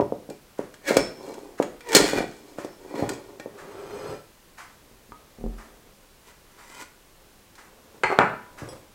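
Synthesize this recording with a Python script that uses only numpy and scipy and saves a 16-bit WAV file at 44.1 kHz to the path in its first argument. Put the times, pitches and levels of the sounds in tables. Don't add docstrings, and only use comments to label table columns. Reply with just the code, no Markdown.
import sys
import numpy as np
from scipy import signal
from scipy.fft import rfft, irfft
from scipy.io import wavfile
from scipy.ndimage import map_coordinates

SR = 44100
rng = np.random.default_rng(int(sys.argv[2]) if len(sys.argv) > 2 else 0)


def master_out(mix):
    frames = np.transpose(np.atleast_2d(mix))
    ceiling = np.clip(frames, -1, 1)
    pcm = np.round(ceiling * 32767).astype(np.int16)
    wavfile.write(sys.argv[1], SR, pcm)


N = 394254
TIME = np.arange(N) / SR
AGE = TIME[:SR]
STROKE_RANGE_DB = 20

# pitch in Hz, level in dB, time to fade by 60 dB in seconds.
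TABLE_MODES = [(133.3, -30.5, 0.28), (235, -38.5, 0.03), (312, -12, 0.093), (415, -23, 0.039),
               (486, -26, 0.19), (569.5, -12, 0.067), (692, -20, 0.059)]
# pitch in Hz, level in dB, basic time to fade by 60 dB in
# seconds (a clink stretches or shortens it and lifts some levels).
BLADE_MODES = [(956, -5.5, 0.06), (1449.5, 2, 0.16), (1798, -3, 0.035), (1872, 3.5, 0.094),
               (2344, 5, 0.094), (2875, -9.5, 0.16), (3355, 2, 0.08), (3730, -11.5, 0.17), (4240, 3, 0.082),
               (4690, -9, 0.11), (4910, -5, 0.068), (5170, -9.5, 0.28), (5340, -8, 0.31), (5440, -11, 0.22),
               (5970, -10, 0.19), (6470, -8, 0.16), (6640, -6, 0.16), (6965, -9.5, 0.14), (7800, -9, 0.21),
               (7900, -7.5, 0.15), (8900, -13, 0.18), (9500, -16, 0.23), (10190, -17, 0.2),
               (11400, -18, 0.32), (13360, -13.5, 0.13)]
# frequency in Hz, relative level in dB.
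STEEL_SPECTRUM = [(300, -16), (900, -3), (1600, 5), (2800, -2), (4300, 0), (8000, 0.5), (11000, -11.5),
                  (15500, -12.5)]
# frequency in Hz, relative level in dB.
GROAN_SPECTRUM = [(25, -42), (70, -23), (125, 2.5), (200, -20.5), (380, 5), (550, -9), (750, -3.5),
                  (1000, -8), (1600, -28), (4000, -50)]
# frequency in Hz, relative level in dB.
CRUST_SPECTRUM = [(40, -43), (120, -5.5), (220, -7.5), (400, 3.5), (700, -6), (1300, -10.5), (2600, -23.5),
                  (8000, -33.5), (15000, -42)]


def from_db(db):
    return 10 ** (np.asarray(db) / 20)


def rms_one(x):
    return x / np.sqrt(np.mean(x ** 2) + 1e-20)


def at_hz(points, hz):
    f, value = np.transpose(points)
    return np.interp(np.log(hz + 1e-9), np.log(f), value)


def colour(x, spectrum):
    gain = from_db(at_hz(spectrum, np.fft.rfftfreq(len(x), 1 / SR)))
    return rms_one(irfft(rfft(x) * gain, len(x)))


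def cut(x, hz, kind="low", order=2):
    sos = signal.butter(order, min(hz, .45 * SR), kind, fs=SR, output="sos")
    return signal.sosfilt(sos, x + 1e-18)


def radiate(x, hz):
    return cut(x, hz, "high", order=4)


def through(x, response):
    return signal.oaconvolve(x, response)[:len(x)]


def add(out, s, sound):
    at = max(0, round(s * SR))
    out[at:at + len(sound)] += sound[:N - at]


def dying(t60):
    return from_db(-60 * AGE / max(t60, 1e-4))


def ring(modes, scatter_db=0):
    total = 0
    for k, (hz, db, t60) in enumerate(modes):
        strength = from_db(db + scatter_db * rng.standard_normal())
        sign = (-1) ** (k * (hz > 1000))
        total = total + sign * strength * dying(t60) * np.sin(2 * np.pi * hz * AGE)
    return total


def crack(spectrum, t60):
    return colour(rng.standard_normal(SR), spectrum) * dying(t60)


def friction(per_s, spread_db, uneven_db, uneven_hz):
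    happens = rng.random(N) < per_s / SR
    slips = happens * rng.standard_normal(N) * from_db(spread_db * np.minimum(rng.exponential(1, N), 4))
    pressure = rms_one(cut(rng.standard_normal(N), uneven_hz))
    return rms_one(slips * from_db(uneven_db * np.clip(pressure, -2, 2)))


def brighten(x, lift_db):
    dull = cut(x, 3000, order=3)[::-1]
    dull = cut(dull, 4500, order=3)[::-1]
    return dull + from_db(lift_db) * (x - dull)


def waver(depth, hz):
    return 1 + depth * rms_one(cut(rng.standard_normal(N), hz))


def bend(x, pitch):
    return map_coordinates(x, [np.cumsum(pitch)], order=3, mode="wrap")


def stroke(s, rise_s, fall_s):
    away = np.maximum((s - TIME) / max(rise_s, 1e-3), (TIME - s) / max(fall_s, 1e-3))
    return from_db(-STROKE_RANGE_DB * np.minimum(away, 10))


def strokes(rows):
    return np.sqrt(sum((from_db(db) * stroke(s, rise_s, fall_s)) ** 2 for s, rise_s, fall_s, db in rows))


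def rocking():
    # start in seconds, level in dB, treble cut-off of the contact in Hz,
    # table ring in dB.
    rocks = [(0.000, -14, 1230, 8), (0.017, -17, 1110, 0.5), (0.1223, -12, 696, -7.5), (0.290, -30, 577, 9),
             (0.305, -35.5, 576, 13), (0.5917, -13.5, 653, -5), (0.908, -18, 1000, 12),
             (0.969, 1, 790, -36), (1.6, -7.5, 810, -0.5), (1.950, -5, 940, -28), (1.965, -10, 710, 1),
             (1.999, -15.5, 1200, 8), (2.133, -16.5, 700, 6.5), (2.205, -15.5, 698, 3.5),
             (2.241, -21, 600, -3), (2.585, -21.5, 770, 1), (2.647, -27, 686, 8.5), (2.941, -24.5, 900, 6),
             (3.0239, -15, 730, 5), (3.398, -30, 790, 4), (3.459, -22, 615, -1.5), (8.101, -21.5, 600, 2.5),
             (8.618, -40, 478, 15), (8.632, -31.5, 393, 8), (8.688, -30, 586, -8)]
    out = np.zeros(N)
    bounce = ring([(485.5, 2.5, 0.016), (1100, -0.5, 0.0038)])
    for s, db, contact_hz, table_db in rocks:
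        table = ring(TABLE_MODES, scatter_db=0.5) + from_db(-13) * crack(GROAN_SPECTRUM, t60=0.14)
        add(out, s, from_db(db) * cut(bounce + from_db(table_db) * table, contact_hz))
    return radiate(out, 150)


def hushing():
    # frequency in Hz, relative level in dB.
    hush_spectrum = [(12, -35), (20, 0), (41, -7), (80, -11.5), (171, -11.5), (315, -13.5), (614, -15.5),
                     (667, -19.5), (857, -17.5), (985, -19.5), (1070, -17), (1160, -19.5), (15500, -29.5)]
    return from_db(-55) * colour(rng.standard_normal(N), hush_spectrum)


def clinking():
    # start in seconds, level in dB, treble lift in dB, pitch in Hz that this contact
    clinks = [(0.008, -25, -16, 5450), (0.3, -36, 1, 2320), (0.741, -33.5, -5.5, 1540),
              (0.877, -34.5, 11, 8430), (0.9682, -7, -2.5, 5410), (1.341, -36.5, -0.5, 8500),
              (1.625, -19.5, -7.5, 6880), (1.807, -32, -7, 2270), (1.889, -27, 0, 8450),
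              (1.931, -19, 2, 8800), (1.9491, -6, 8, 4165), (1.954, -11, 9, 6940), (1.965, -8.5, 4.5, 8730),
              (1.966, -11, 6.5, 1380), (1.982, -21.5, -35.5, 2930), (2.173, -22, -13, 3330),
              (2.646, -37, 2.5, 5450), (2.955, -35, -6, 4215), (2.989, -30, -13, 2290),
              (3.0915, -19, -2, 4600), (3.135, -31.5, 0, 3350), (3.398, -26.5, -9.5, 1890),
              (7.554, -40.5, 0, 6100)]
    # pitch in Hz, level in dB, time to fade by 60 dB in seconds.
    finger_ring_modes = [(3340, -5, 0.065), (5070, -3, 0.11), (5600, -5, 0.24), (7950, -5, 0.18),
                         (8850, -4, 0.064), (9765, -6, 0.12), (11270, -19, 0.18)]
    out = np.zeros(N)
    for s, db, lift_db, ring_hz in clinks:
        tines = []
        for hz, level, t60 in BLADE_MODES + BLADE_MODES:
            near = np.exp(-(np.log(hz / ring_hz) / .06) ** 2)
            detune = 1 + .012 * rng.standard_normal()
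            tines.append((hz * detune, level + 4 * near, t60 * (.6 + near)))
        body = from_db(-6) * crack(STEEL_SPECTRUM, t60=0.037) + from_db(-23) * ring(tines)
        add(out, s, from_db(db) * brighten(body, lift_db))
    add(out, 8.688, from_db(-43) * ring(finger_ring_modes))
    return radiate(out, 250)


def thudding():
    # start in seconds, board level in dB (before a common 5.5 dB cut), table boom in dB.
    thuds = [(0.017, -56, -30), (0.974, -39, -38.5), (2.0, -35, -42), (2.16, -37, -37), (3.019, -45, -30),
             (4.088, -62, -38), (4.913, -53.5, -58), (5.093, -50, -56), (5.386, -41.5, -52),
             (5.411, -39, -50), (5.440, -27, -56), (5.463, -28.5, -50), (8.042, -52, -40),
             (8.62, -63, -34.5)]
    # pitch in Hz, level in dB, time to fade by 60 dB in seconds.
    board_modes = [(44.3, 2.5, 0.42), (68, -20, .15), (104.4, -16.5, 0.27), (168.5, -15, 0.21),
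                   (235.6, 5.5, 0.14), (305, -1.5, 0.087), (391, 5, 0.053), (471, 5.5, 0.032),
                   (723, -7, 0.11)]
    boom_modes = [(86, -16, 0.17), (113.7, 0, 0.18), (132, -4, 0.26)]
    tap_modes = [(400, 0.5, 0.014), (955, -4.5, 0.057), (1213, 9, 0.014), (1262, -7.5, 0.18),
                 (2030, -19, 0.022)]
    out = np.zeros(N)
    add(out, 5.121, from_db(-36.5) * ring(tap_modes))
    board = cut(ring(board_modes), 860)
    boom = radiate(cut(ring(boom_modes), 270), hz=70)
    for s, board_db, boom_db in thuds:
        add(out, s, from_db(board_db - 5.5) * board + from_db(boom_db) * boom)
    return radiate(out, 21.4)


def ticking(first_tick_s=.569, swell_s=0.018):
    ticks_db = [-43, -39.5, -38.5, -43, -38.5, -43.5, -47, -44.5, -38.5]
    # frequency in Hz, relative level in dB.
    clock_spectrum = [(200, -17), (600, -4.5), (1100, 3), (1800, 0.5), (3500, -15), (7000, -13),
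                      (11000, -21.5), (15000, -29.5)]
    out = np.zeros(N)
    swell = np.minimum(AGE / swell_s, 1) ** 2
    for second, db in enumerate(ticks_db):
        add(out, first_tick_s + second, from_db(db) * crack(clock_spectrum, t60=0.43) * swell)
    return out


def prying():
    # peak in seconds, rise in seconds, fall in seconds,
    # groan in dB and rasp in dB (both before the common gains below), treble lift of the rasp in dB.
    pries = [(0.89, 0.033, .12, -28, -28.5, -5), (0.995, 0.089, .06, -21, -42.5, -10),
             (1.28, 0.2, 0.35, -34, -56.5, 1.5), (1.969, 0.055, .11, -12.5, -20, -6),
             (2.06, 0.04, 0.17, -36, -34.5, 0), (2.18, 0.065, 0.064, -22.5, -29.5, -14),
             (2.46, 0.42, 0.98, -47.5, -68.5, 5.5), (2.995, 0.14, 0.19, -27.5, -43.5, -8.5),
             (3.105, .03, 0.068, -27, -48, -2), (3.3, 0.082, 0.2, -47, -68, -4)]
    slips = friction(per_s=2500, spread_db=4, uneven_db=1, uneven_hz=71.8)
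    grit = friction(per_s=1100, spread_db=2, uneven_db=2, uneven_hz=70)

    table = rms_one(through(slips, ring(TABLE_MODES)))
    groan = rms_one(colour(slips, GROAN_SPECTRUM) + from_db(-4.5) * table)
    groan = from_db(-2) * radiate(groan, hz=200)

    flex = waver(.03, 14)
    blade = rms_one(bend(through(grit, ring(BLADE_MODES)), flex))
    rasp = rms_one(blade + from_db(-1) * colour(grit, STEEL_SPECTRUM))
    rasp = from_db(3.5) * radiate(rasp, hz=300)

    out = np.zeros(N)
    for s, rise_s, fall_s, groan_db, rasp_db, lift_db in pries:
        push = from_db(groan_db) * groan + from_db(rasp_db) * brighten(rasp, lift_db)
        out += stroke(s, rise_s, fall_s) * push
    return out


def creaking(jitter=.055, judder_top_hz=950):
    # peak in seconds,
    # rise in seconds, fall in seconds, squeal in dB, low judder in dB, average slips per second at the
    creaks = [(0.887, 0.034, 0.064, -25, -31.5, 560, 1.47), (1.94, 0.069, .025, -27.5, -23.5, 433, 1.63),
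              (3.0, .09, 0.14, -39, -33.5, 475, .2), (8.127, 0.057, 0.056, -42, -23.5, 384, 0)]
    # frequency in Hz, relative level in dB.
    squeal_spectrum = [(250, -18), (500, -7), (1000, -8), (1300, -9), (1800, 1), (2350, -4), (2900, -16),
                       (5500, -18), (12000, -28)]
    out = np.zeros(N)
    unsteady = waver(jitter, 250)
    sizes = from_db(2.5 * rng.standard_normal(N))
    for s, rise_s, fall_s, squeal_db, judder_db, per_s, slowing in creaks:
        rate = per_s * unsteady * np.exp(-slowing * np.clip(TIME - s, -rise_s, fall_s))
        slips = np.diff(np.floor(np.cumsum(rate) / SR), prepend=0) * sizes
        slips = radiate(slips, hz=340.6)
        squeal = colour(slips, squeal_spectrum)
        judder = rms_one(cut(slips, judder_top_hz, order=3))
        out += stroke(s, rise_s, fall_s) * (from_db(squeal_db) * squeal + from_db(judder_db) * judder)
    return out


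def lifting(singing_db=-13, singing_growth_db_per_s=14):
    start_s, end_s, attack_s, release_s = 3.615, 4.128, 0.24, 0.097
    start_db, growth_db_per_s = -45.5, 17.5
    # pitch in Hz, level in dB, time to fade by 60 dB in seconds.
    loaded_blade_modes = [(126, -10, 0.16), (414, 6.5, 0.11), (1336, -2, .16), (2426, -6, .14),
                          (3070, -10, 0.069), (3400, -18.5, 0.16), (4210, -11, 0.18), (5010, -6, 0.055),
                          (5950, -13, .12), (6460, -10, 0.18), (7970, -8.5, .12), (8470, -13.5, .18),
                          (11600, -22, .15)]
    slips = friction(per_s=6000, spread_db=0.5, uneven_db=0, uneven_hz=60)
    singing = rms_one(bend(through(slips, ring(loaded_blade_modes)), waver(.008, 12)))
    risen_s = np.clip(TIME, start_s, end_s) - start_s
    singing_gain = from_db(singing_db + singing_growth_db_per_s * risen_s)
    rub = colour(slips, CRUST_SPECTRUM) + singing_gain * singing
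    away = np.maximum((start_s - TIME) / attack_s, (TIME - end_s) / release_s)
    level_db = start_db + growth_db_per_s * risen_s - STROKE_RANGE_DB * np.clip(away, 0, 10)
    return from_db(level_db) * rub


def brushing():
    # peak in seconds, rise in seconds, fall in seconds, level in dB.
    brushes = [(4.87, 0.31, 0.24, -61.5), (5.65, 1.0, 0.5, -53.5), (7.26, 0.56, 0.31, -63.5),
               (7.95, 0.72, .9, -55), (8.72, 0.38, 0.2, -44.5)]
    # frequency in Hz, relative level in dB.
    cloth_spectrum = [(60, 3.5), (150, 0.5), (450, 10), (1200, -4), (3000, -18), (8000, -19.5),
                      (15000, -27.5)]
    slips = friction(per_s=9000, spread_db=2, uneven_db=2.5, uneven_hz=60)
    return strokes(brushes) * colour(slips, cloth_spectrum)


def withdrawing(rise_per_s=.25):
    # peak in seconds, rise in seconds, fall in seconds, level in dB.
    pulls = [(6.29, 0.067, 0.075, -51.5), (6.62, 0.099, 0.099, -56.5), (6.825, 0.26, 0.032, -41.5)]
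    # pitch in Hz, level in dB, time to fade by 60 dB in seconds.
    free_blade_modes = [(983, 5.5, 0.051), (1407, 1, 0.06), (2050, 4, 0.028), (2450, -11, 0.25),
                        (3030, -8, .07), (3800, -16, 0.2), (4210, -21.5, .2), (4980, -18, .13),
                        (6100, -11.5, 0.14), (7730, -3, 0.043), (8400, -14, 0.11), (9520, -15, .16),
                        (10900, -17, .16), (11900, -11.5, .05)]
    slips = friction(per_s=6700, spread_db=4, uneven_db=-2, uneven_hz=40)
    pitch = waver(.012, 15) + rise_per_s * np.clip(TIME - 6.77, -.12, .12)
    blade = rms_one(bend(through(slips, ring(free_blade_modes)), pitch))
    steel = from_db(-5) * colour(slips, STEEL_SPECTRUM)
    crust = from_db(-9) * colour(slips, CRUST_SPECTRUM)
    return strokes(pulls) * (blade + steel + crust)


def bumping():
    # start in seconds, level in dB, treble cut-off of the contact
    # in Hz, slap of the flat base in dB, ring of the rim in dB.
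    bumps = [(8.0349, -6.5, 3500, -7, -28), (8.0365, -11.5, 2500, 3, -32), (8.043, -11.5, 3000, 5.5, -48),
             (8.103, -12.5, 880, -13, -43), (8.115, -14.5, 870, 7.5, -49), (8.13, -18, 796, 5, -51),
             (8.1886, -3, 1620, 11, -44), (8.208, -10, 1000, -1, -41), (8.2164, -8, 905, 10, -51)]
    # frequency in Hz, relative level in dB.
    wood_spectrum = [(60, -39), (130, -72), (300, -8.5), (800, 6.5), (1500, 11), (2400, 6.5), (3200, -9.5),
                     (5500, -17), (8000, -8.5), (14000, -47)]
    # pitch in Hz, level in dB, time to fade by 60 dB in seconds.
    empty_dish_modes = [(380.5, -18.5, 0.096), (415, -33, 0.18), (773, -19, 0.079), (842, -21, 0.27),
                        (979, -28, 0.13), (1140, -26, 0.081), (1520, -22.5, 0.047), (1584, -32, 0.06),
                        (2270, -50, .14), (2610, -25, 0.066)]
    hum_modes = [(985, -39, 1.2)]
    out = np.zeros(N)
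    slap = -ring([(863, 0.0085, 0.0055)])
    rim = ring([(4226, -8.5, 0.2), (4330, -9, 0.32), (4420, -16, 0.18)])
    for s, db, contact_hz, slap_db, rim_db in bumps:
        clatter = from_db(-3) * crack(wood_spectrum, t60=0.033)
        body = from_db(slap_db) * slap + clatter + from_db(3.5) * ring(empty_dish_modes)
        add(out, s, from_db(db) * (cut(body, contact_hz, order=1) + from_db(rim_db) * rim))
    add(out, bumps[-1][0], ring(hum_modes))
    return radiate(out, 118)


def kitchen(x, first_s=0.0031, build_s=0.0064):
    # frequency in Hz, time to fade by 60 dB in seconds.
    echo_times = [(100, 0.64), (500, 0.35), (2000, 0.46), (6000, 0.42), (14000, 0.18)]
    white = rfft(rng.standard_normal(SR))
    hz = np.fft.rfftfreq(SR, 1 / SR)
    edges = np.r_[0, np.geomspace(125, SR / 2, 8)]
    tail = np.zeros(SR)
    for low, high in zip(edges, edges[1:]):
        band = irfft(white * (hz >= low) * (hz < high), SR)
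        tail += band * dying(at_hz(echo_times, (low + high) / 2))
    tail = tail * np.clip((AGE - first_s) / build_s, 0, 1)
    return through(x, tail / np.sqrt(np.sum(tail ** 2)))


def scene():
    knocks = rocking() + thudding() + creaking()
    bumps = bumping()
    steel = clinking() + prying() + lifting() + withdrawing() + brushing() + ticking()
    room = kitchen(from_db(-9) * knocks + from_db(-5) * bumps + from_db(-9.5) * steel)
    return (knocks + bumps + steel + room + hushing())[None]


def record(dry):
    top_cut = signal.ellip(10, .1, 70, 15800, fs=SR, output="sos")
    return signal.sosfilt(top_cut, np.clip(dry, -1, 1))


dry = scene()
out = record(dry)
master_out(out)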